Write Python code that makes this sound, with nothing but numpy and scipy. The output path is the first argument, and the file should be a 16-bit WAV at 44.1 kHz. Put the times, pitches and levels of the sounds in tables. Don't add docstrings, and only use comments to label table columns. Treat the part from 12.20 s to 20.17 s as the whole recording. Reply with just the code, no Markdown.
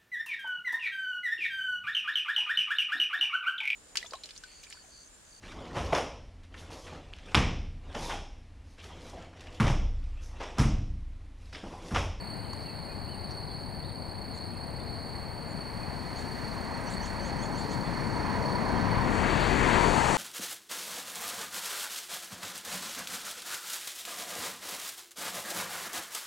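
import sys
import numpy as np
from scipy import signal
from scipy.io import wavfile
from scipy.ndimage import uniform_filter1d, map_coordinates

SR = 44100
rng = np.random.default_rng(int(sys.argv[2]) if len(sys.argv) > 2 else 0)


def master(y):
    cut = np.clip(np.atleast_2d(y).T, -1, 1)
    pcm = np.round(cut * 32767)
    wavfile.write(sys.argv[1], SR, pcm.astype(np.int16))


N = 351459
SIDES = np.array([[1], [-1]])


def undb(db):
    return 10 ** (np.asarray(db) / 20)


def wander(rate, size=N, count=1):
    hold = max(int(size * SR / N / rate), 1)
    steps = np.repeat(rng.standard_normal((count, size // hold + 1)), hold, axis=1)
    return 1.2 * uniform_filter1d(steps, hold, axis=1)[:, :size]


def roar(colour, times, db, tilt=0., howl=None, flicker_db=1.):
    freq, t, noise = signal.stft(rng.standard_normal((2, N)), SR, nperseg=1024)
    hz, *columns = np.transpose(colour)
    octave = np.log2(np.maximum(freq, 10))
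    shape_db, pan_db, lead, alike = (np.interp(octave, np.log2(hz), c)[:, None] for c in columns)
    alike = np.clip(alike, -1, 1)
    shape_db = shape_db - 10 * np.log10(np.mean(undb(2 * shape_db)))
    drift = wander(6, size=len(t), count=12)
    band = np.clip(octave - 4, 0, 11)
    drift = map_coordinates(drift, np.meshgrid(band, np.arange(len(t)), indexing="ij"), order=1)
    treble_octaves = np.clip(octave - np.log2(500), 0, 3)[:, None]
    treble_db = treble_octaves * np.interp(t, times, tilt + np.zeros(len(times)))
    gain = undb(shape_db + np.interp(t, times, db) + treble_db + flicker_db * drift)
    if howl:
        centre_hz, boost_db = (np.interp(t, times, c) for c in howl)
        gain = gain * undb(boost_db * np.exp(-((freq[:, None] / centre_hz - 1) / 0.088) ** 2))
    left = noise[0] * undb(pan_db / 2) * np.exp(1j * lead)
    right = (alike * noise[0] + np.sqrt(1 - alike ** 2) * noise[1]) * undb(-pan_db / 2)
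    return signal.istft(gain * np.array([left, right]), SR, nperseg=1024)[1][:, :N]


def scatter(sound, tail_s, tail_db):
    t = np.arange(int(tail_s * SR)) / SR
    tail = rng.standard_normal(len(t)) * np.exp(-np.log(1000) * t / tail_s)
    tail = tail * undb(tail_db) / np.sqrt(np.sum(tail ** 2))
    return sound + signal.fftconvolve(np.atleast_2d(sound), tail[None], axes=1)[:, :N]


JET_COLOUR = [(25, -18, 14, -1.4, .9), (45, -4.5, 12.5, -0.29, .9), (96, 2, 9.5, -1.3, 0.92),
              (264, -6.5, 7.5, -0.88, 1), (400, -10.5, 5.5, -0.87, 0.78), (893, -11, 3, -0.77, 0.7),
              (1270, -21.5, -2, -0.89, 0.65), (2050, -23.5, -4, 0.038, 0.81), (3350, -38, 1.5, 0.46, 1),
              (5150, -63, -4, 0, 1), (6560, -51.5, 1, 0, 1), (8700, -40.5, -5, -0.096, 0.82),
              (10300, -50, 0, 0, 0.13), (15500, -54, 16, .5, 0.58)]
# time in seconds, level in dB, treble tilt in dB per octave.
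JET_PATH = [(0, -41, 2.5), (1.5, -40.5, 0.5), (4, -39.5, 2), (8, -44, 1)]


def distant_jet():
    return roar(JET_COLOUR, *np.transpose(JET_PATH), flicker_db=0.5)


CHORUS_COLOUR = [(3500, -26, 0, 0, .99), (4050, -11, 0, 0, .99), (4280, 4.5, -0.58, 0.018, 0.95),
                 (4970, -12, 0, 0, 0.94), (5070, -32, 0, 0, 0.96)]


def cricket_chorus():
    return roar(CHORUS_COLOUR, [0], [-52], flicker_db=2)


# strokes per second, top pitch in Hz, level in dB,
# left minus right for the overtones in dB, start in strokes, unsteadiness in strokes.
CRICKET_SINGERS = [(30.87, 4505, -48, -6.5, 0.017, .02), (30.4, 4495, -52, -3.5, -0.077, 0.056),
                   (28.4, 4510, -53, -1, 0.503, 1.5)]
# multiple of the pitch, level in dB.
STROKE_TONES = [(1, 1.5), (2, -10), (3, -24)]


def near_crickets():
    t = np.arange(N) / SR
    out = np.zeros((2, N))
    for rate, top_hz, db, pan_db, start, unsteady in CRICKET_SINGERS:
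        strokes = t * rate - start + unsteady * wander(3)[0]
        progress = np.clip(strokes % 1 / .72, 0, 1)
        hz = top_hz * (1 - .065 * progress ** 2 + .004 * wander(120)[0])
        phase = 2 * np.pi * np.cumsum(hz) / SR
        loudness = np.sin(np.pi * progress ** .8) * undb(db + 3 + 1.2 * wander(30)[0])
        for k, tone_db in STROKE_TONES:
            pan = SIDES * pan_db * (k > 1)
            out += loudness * undb(tone_db + pan / 2) * np.sin(k * phase + .1 * (k - 1) * pan)
    return scatter(out, tail_s=.14, tail_db=-7)


def bird_note(start_s, progress, hz, db, husk=0, tones=((1, 0),)):
    here = slice(int(start_s * SR), int(start_s * SR) + len(progress))
    flutter = (.006 + 0.14 * husk) * wander(1200)[0, here]
    phase = 2 * np.pi * np.cumsum(hz * (1 + flutter)) / SR
    voice = sum(undb(tone_db) * np.sin(k * phase) for k, tone_db in tones)
    out = np.zeros(N)
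    out[here] = voice * np.sin(np.pi * progress) ** .6 * undb(db + 3 + 1.8 * wander(90)[0, here])
    return out


# start and length in seconds, first, middle and last pitch in Hz, level in dB.
WHISTLE_NOTES = [(.24, .05, 3270, 2970, 2750, -64), (.445, .11, 3200, 2600, 2780, -58),
                 (.67, .085, 2400, 2470, 2300, -62), (.865, .095, 2500, 3070, 2520, -59),
                 (1.024, .045, 2750, 3000, 3150, -64), (1.29, 0.04, 3500, 3420, 3050, -65),
                 (1.4, .03, 7300, 6900, 6250, -72), (1.622, .09, 2800, 4120, 3070, -58),
                 (2.315, .04, 3560, 3100, 2780, -65), (2.34, .03, 2600, 2620, 2700, -61),
                 (2.594, 0.03, 3420, 3600, 3600, -63), (2.845, .07, 7100, 7100, 7100, -69.5),
                 (3.27, .07, 7080, 7080, 7080, -68), (3.61, 0.032, 2480, 2460, 2480, -55),
                 (5.36, 0.026, 3270, 3200, 3150, -59), (5.63, .065, 3550, 3450, 3550, -61),
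                 (6.56, 0.029, 3240, 3200, 3000, -53)]


def bird_whistles():
    out = np.zeros(N)
    for start_s, length_s, *pitches, db in WHISTLE_NOTES:
        progress = np.arange(0, 1, 1 / (length_s * SR))
        bend = np.polyfit([0, .5, 1], pitches, 2)
        out += bird_note(start_s, progress, np.polyval(bend, progress), db)
    return out


# start and length in seconds, first and top pitch in Hz, level in dB,
# starting huskiness from 0 to 1.
CHIRP_NOTES = [(0.402, .041, 2300, 2500, -64, .9), (1.084, .046, 2090, 2490, -62, 1),
               (2.134, .063, 3500, 3700, -64, 0.4), (3.945, .084, 3100, 3500, -59, 0.54),
               (4.655, .105, 2990, 3800, -54.5, 0.24), (4.814, 0.076, 3010, 3430, -54, 0.4),
               (5.008, .1, 3070, 3370, -56.5, 0.05), (5.178, .1, 3090, 3400, -55, 0.08),
               (5.333, 0.095, 3080, 3550, -57, 0.14), (5.488, .067, 3100, 3500, -56, .4)]
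# multiple of the pitch, level in dB.
CHIRP_TONES = [(1, -2.5), (2, 2.5), (2.5, -8), (3, -22)]


def bird_chirps():
    out = np.zeros(N)
    for start_s, length_s, first_hz, top_hz, db, husk in CHIRP_NOTES:
        progress = np.arange(0, 1, 1 / (length_s * SR))
        climb = np.sin(np.interp(progress, [.38, .5], [0, np.pi / 2])) ** 2
        hz = first_hz + (top_hz - first_hz) * climb
        out += bird_note(start_s, progress, hz, db, husk + 1.1 * progress ** 3, CHIRP_TONES)
    return out


# start in seconds, level in dB, rough length in milliseconds.
TWIG_TICKS = [(.333, -31, 2.2)]


def twig_tick():
    out, t = np.zeros(N), np.arange(900) / SR
    for start_s, db, length_ms in TWIG_TICKS:
        click = uniform_filter1d(rng.standard_normal(len(t)), size=3) + 1.8 * np.sin(2 * np.pi * 1000 * t)
        age = 1000 * t / length_ms
        start = int(start_s * SR)
        out[start:start + len(t)] += undb(db) * click * age * np.exp(1 - 2 * age)
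    return out


# time in seconds, level in dB.
ENGINE_LEVELS = [(3, -75), (4, -57), (5, -44.5), (6.3, -46), (7.1, -34.5), (7.7, -32.5), (7.8, -52),
                 (7.97, -50)]
# multiple of the firing rate, level in dB.
ENGINE_TONES = [(1, -1.5), (2, -9.5), (3, -8)]


def engine():
    t = np.arange(N) / SR
    firing_hz = 45 - 1.4 * (t - 4)
    phase = 2 * np.pi * np.cumsum(firing_hz * (1 + 0.01455 * wander(5)[0])) / SR
    hum = sum(undb(db) * np.sin(k * phase) for k, db in ENGINE_TONES)
    return hum * undb(np.interp(t, *np.transpose(ENGINE_LEVELS)) + SIDES * 12.5 / 2)


HISS_COLOUR = [(3500, -25, 0, 0, 1), (5460, -1.5, 0, 0, 1), (7240, 2, 0.5, 0, 1), (8100, -0.5, 5, 0, 0.81),
               (8730, -0.5, 2, 0, -0.41), (9700, -4, 4.5, 0, -0.42), (10900, -7, -1, 0, -1.27),
               (12500, -11, 2, 0, -0.69), (15700, -20, -1, 0, -1.6)]
# time in seconds, level in dB.
HISS_LEVELS = [(0, -95), (3.5, -80), (4.3, -67), (5.6, -63.5), (6.7, -72), (6.95, -50), (7.97, -38.5)]


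def road_hiss():
    return roar(HISS_COLOUR, *np.transpose(HISS_LEVELS), flicker_db=0.5)


MUFFLED_COLOUR = [(25, -21, 13, -1.3, .97), (60, -4, 16, -0.2, 0.71), (199, 1, 12.5, -1.45, 0.95),
                  (404, -6.5, 6, -0.7, 0.83), (680, -6.5, 2.5, -1.0, 0.96), (960, -6, 0, -0.6, 0.82),
                  (1360, -13.5, -2.5, -1.1, 0.96), (1920, -13, -5.5, -0.45, 0.86),
                  (2930, -29.5, -5, 0.29, 0.93), (3680, -31, -2, 0, 1), (5930, -33, 1, 0, 1),
                  (9100, -45, -1, 0, 1), (15500, -53, 0, 0, .5)]
OPEN_COLOUR = [(25, -3.5, 14, -1.3, .97), (80, -2, 12.5, 0.65, 0.82), (213, 0, 15, -0.19, 0.98),
               (570, -6.5, 13.5, -0.17, 0.79), (1000, -4.5, 13.5, -1.1, 0.63), (1347, -7, 8.5, -1, 0.82),
               (1970, -9.5, 9.5, 0.65, 0.97), (3380, -18.5, 5.5, 0.26, 0.92), (4740, -20.5, 0, 0, 1),
               (6000, -62, -2, 0.5, .99)]
# time in seconds, level in dB, treble tilt of the muffled roar
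# in dB per octave, pitch of the tread's howl in Hz, howl above the roar in dB.
APPROACH = [(0, -64, -1, 880, 3), (2, -51.5, -2.5, 890, 4), (3.2, -47.5, 0, 885, 1),
            (4.2, -42.5, 2.5, 890, 2.5), (4.7, -38.5, 0.5, 915, 3.5), (5.7, -35.5, .2, 955, 5.5),
            (6.1, -32, 0, 954, 6), (6.8, -29, -0.17, 1010, 5), (7.1, -28.5, -1.5, 990, -1),
            (7.5, -27.5, 2, 996, 6.5), (7.75, -26.5, 0, 895, 5.5), (7.97, -28, 0, 868, 5)]


def tyres(opens_s=7.07, opens_db_per_s=29.5):
    t = np.arange(0, N / SR, .02)
    times, *columns = np.transpose(APPROACH)
    db, tilt, *howl = (np.interp(t, times, c) for c in columns)
    open_share = 1 / (1 + undb(-2 * opens_db_per_s * (t - opens_s)))
    far = roar(MUFFLED_COLOUR, t, db + 10 * np.log10(1 - open_share), tilt, howl, flicker_db=0.95)
    near = roar(OPEN_COLOUR, t, db + 10 * np.log10(open_share), tilt=-0.17, howl=howl, flicker_db=1.86)
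    return far + near


def scene():
    jet = distant_jet()
    vehicle = tyres() + road_hiss() + engine()
    crickets = cricket_chorus() + near_crickets()
    birds = scatter(bird_whistles() + bird_chirps(), tail_s=.3, tail_db=-6)
    return jet + crickets + birds + twig_tick() + vehicle


def record(dry):
    return signal.sosfilt(signal.ellip(16, .2, 90, 15750, fs=SR, output="sos"), dry)


dry = scene()
out = record(dry)
master(out)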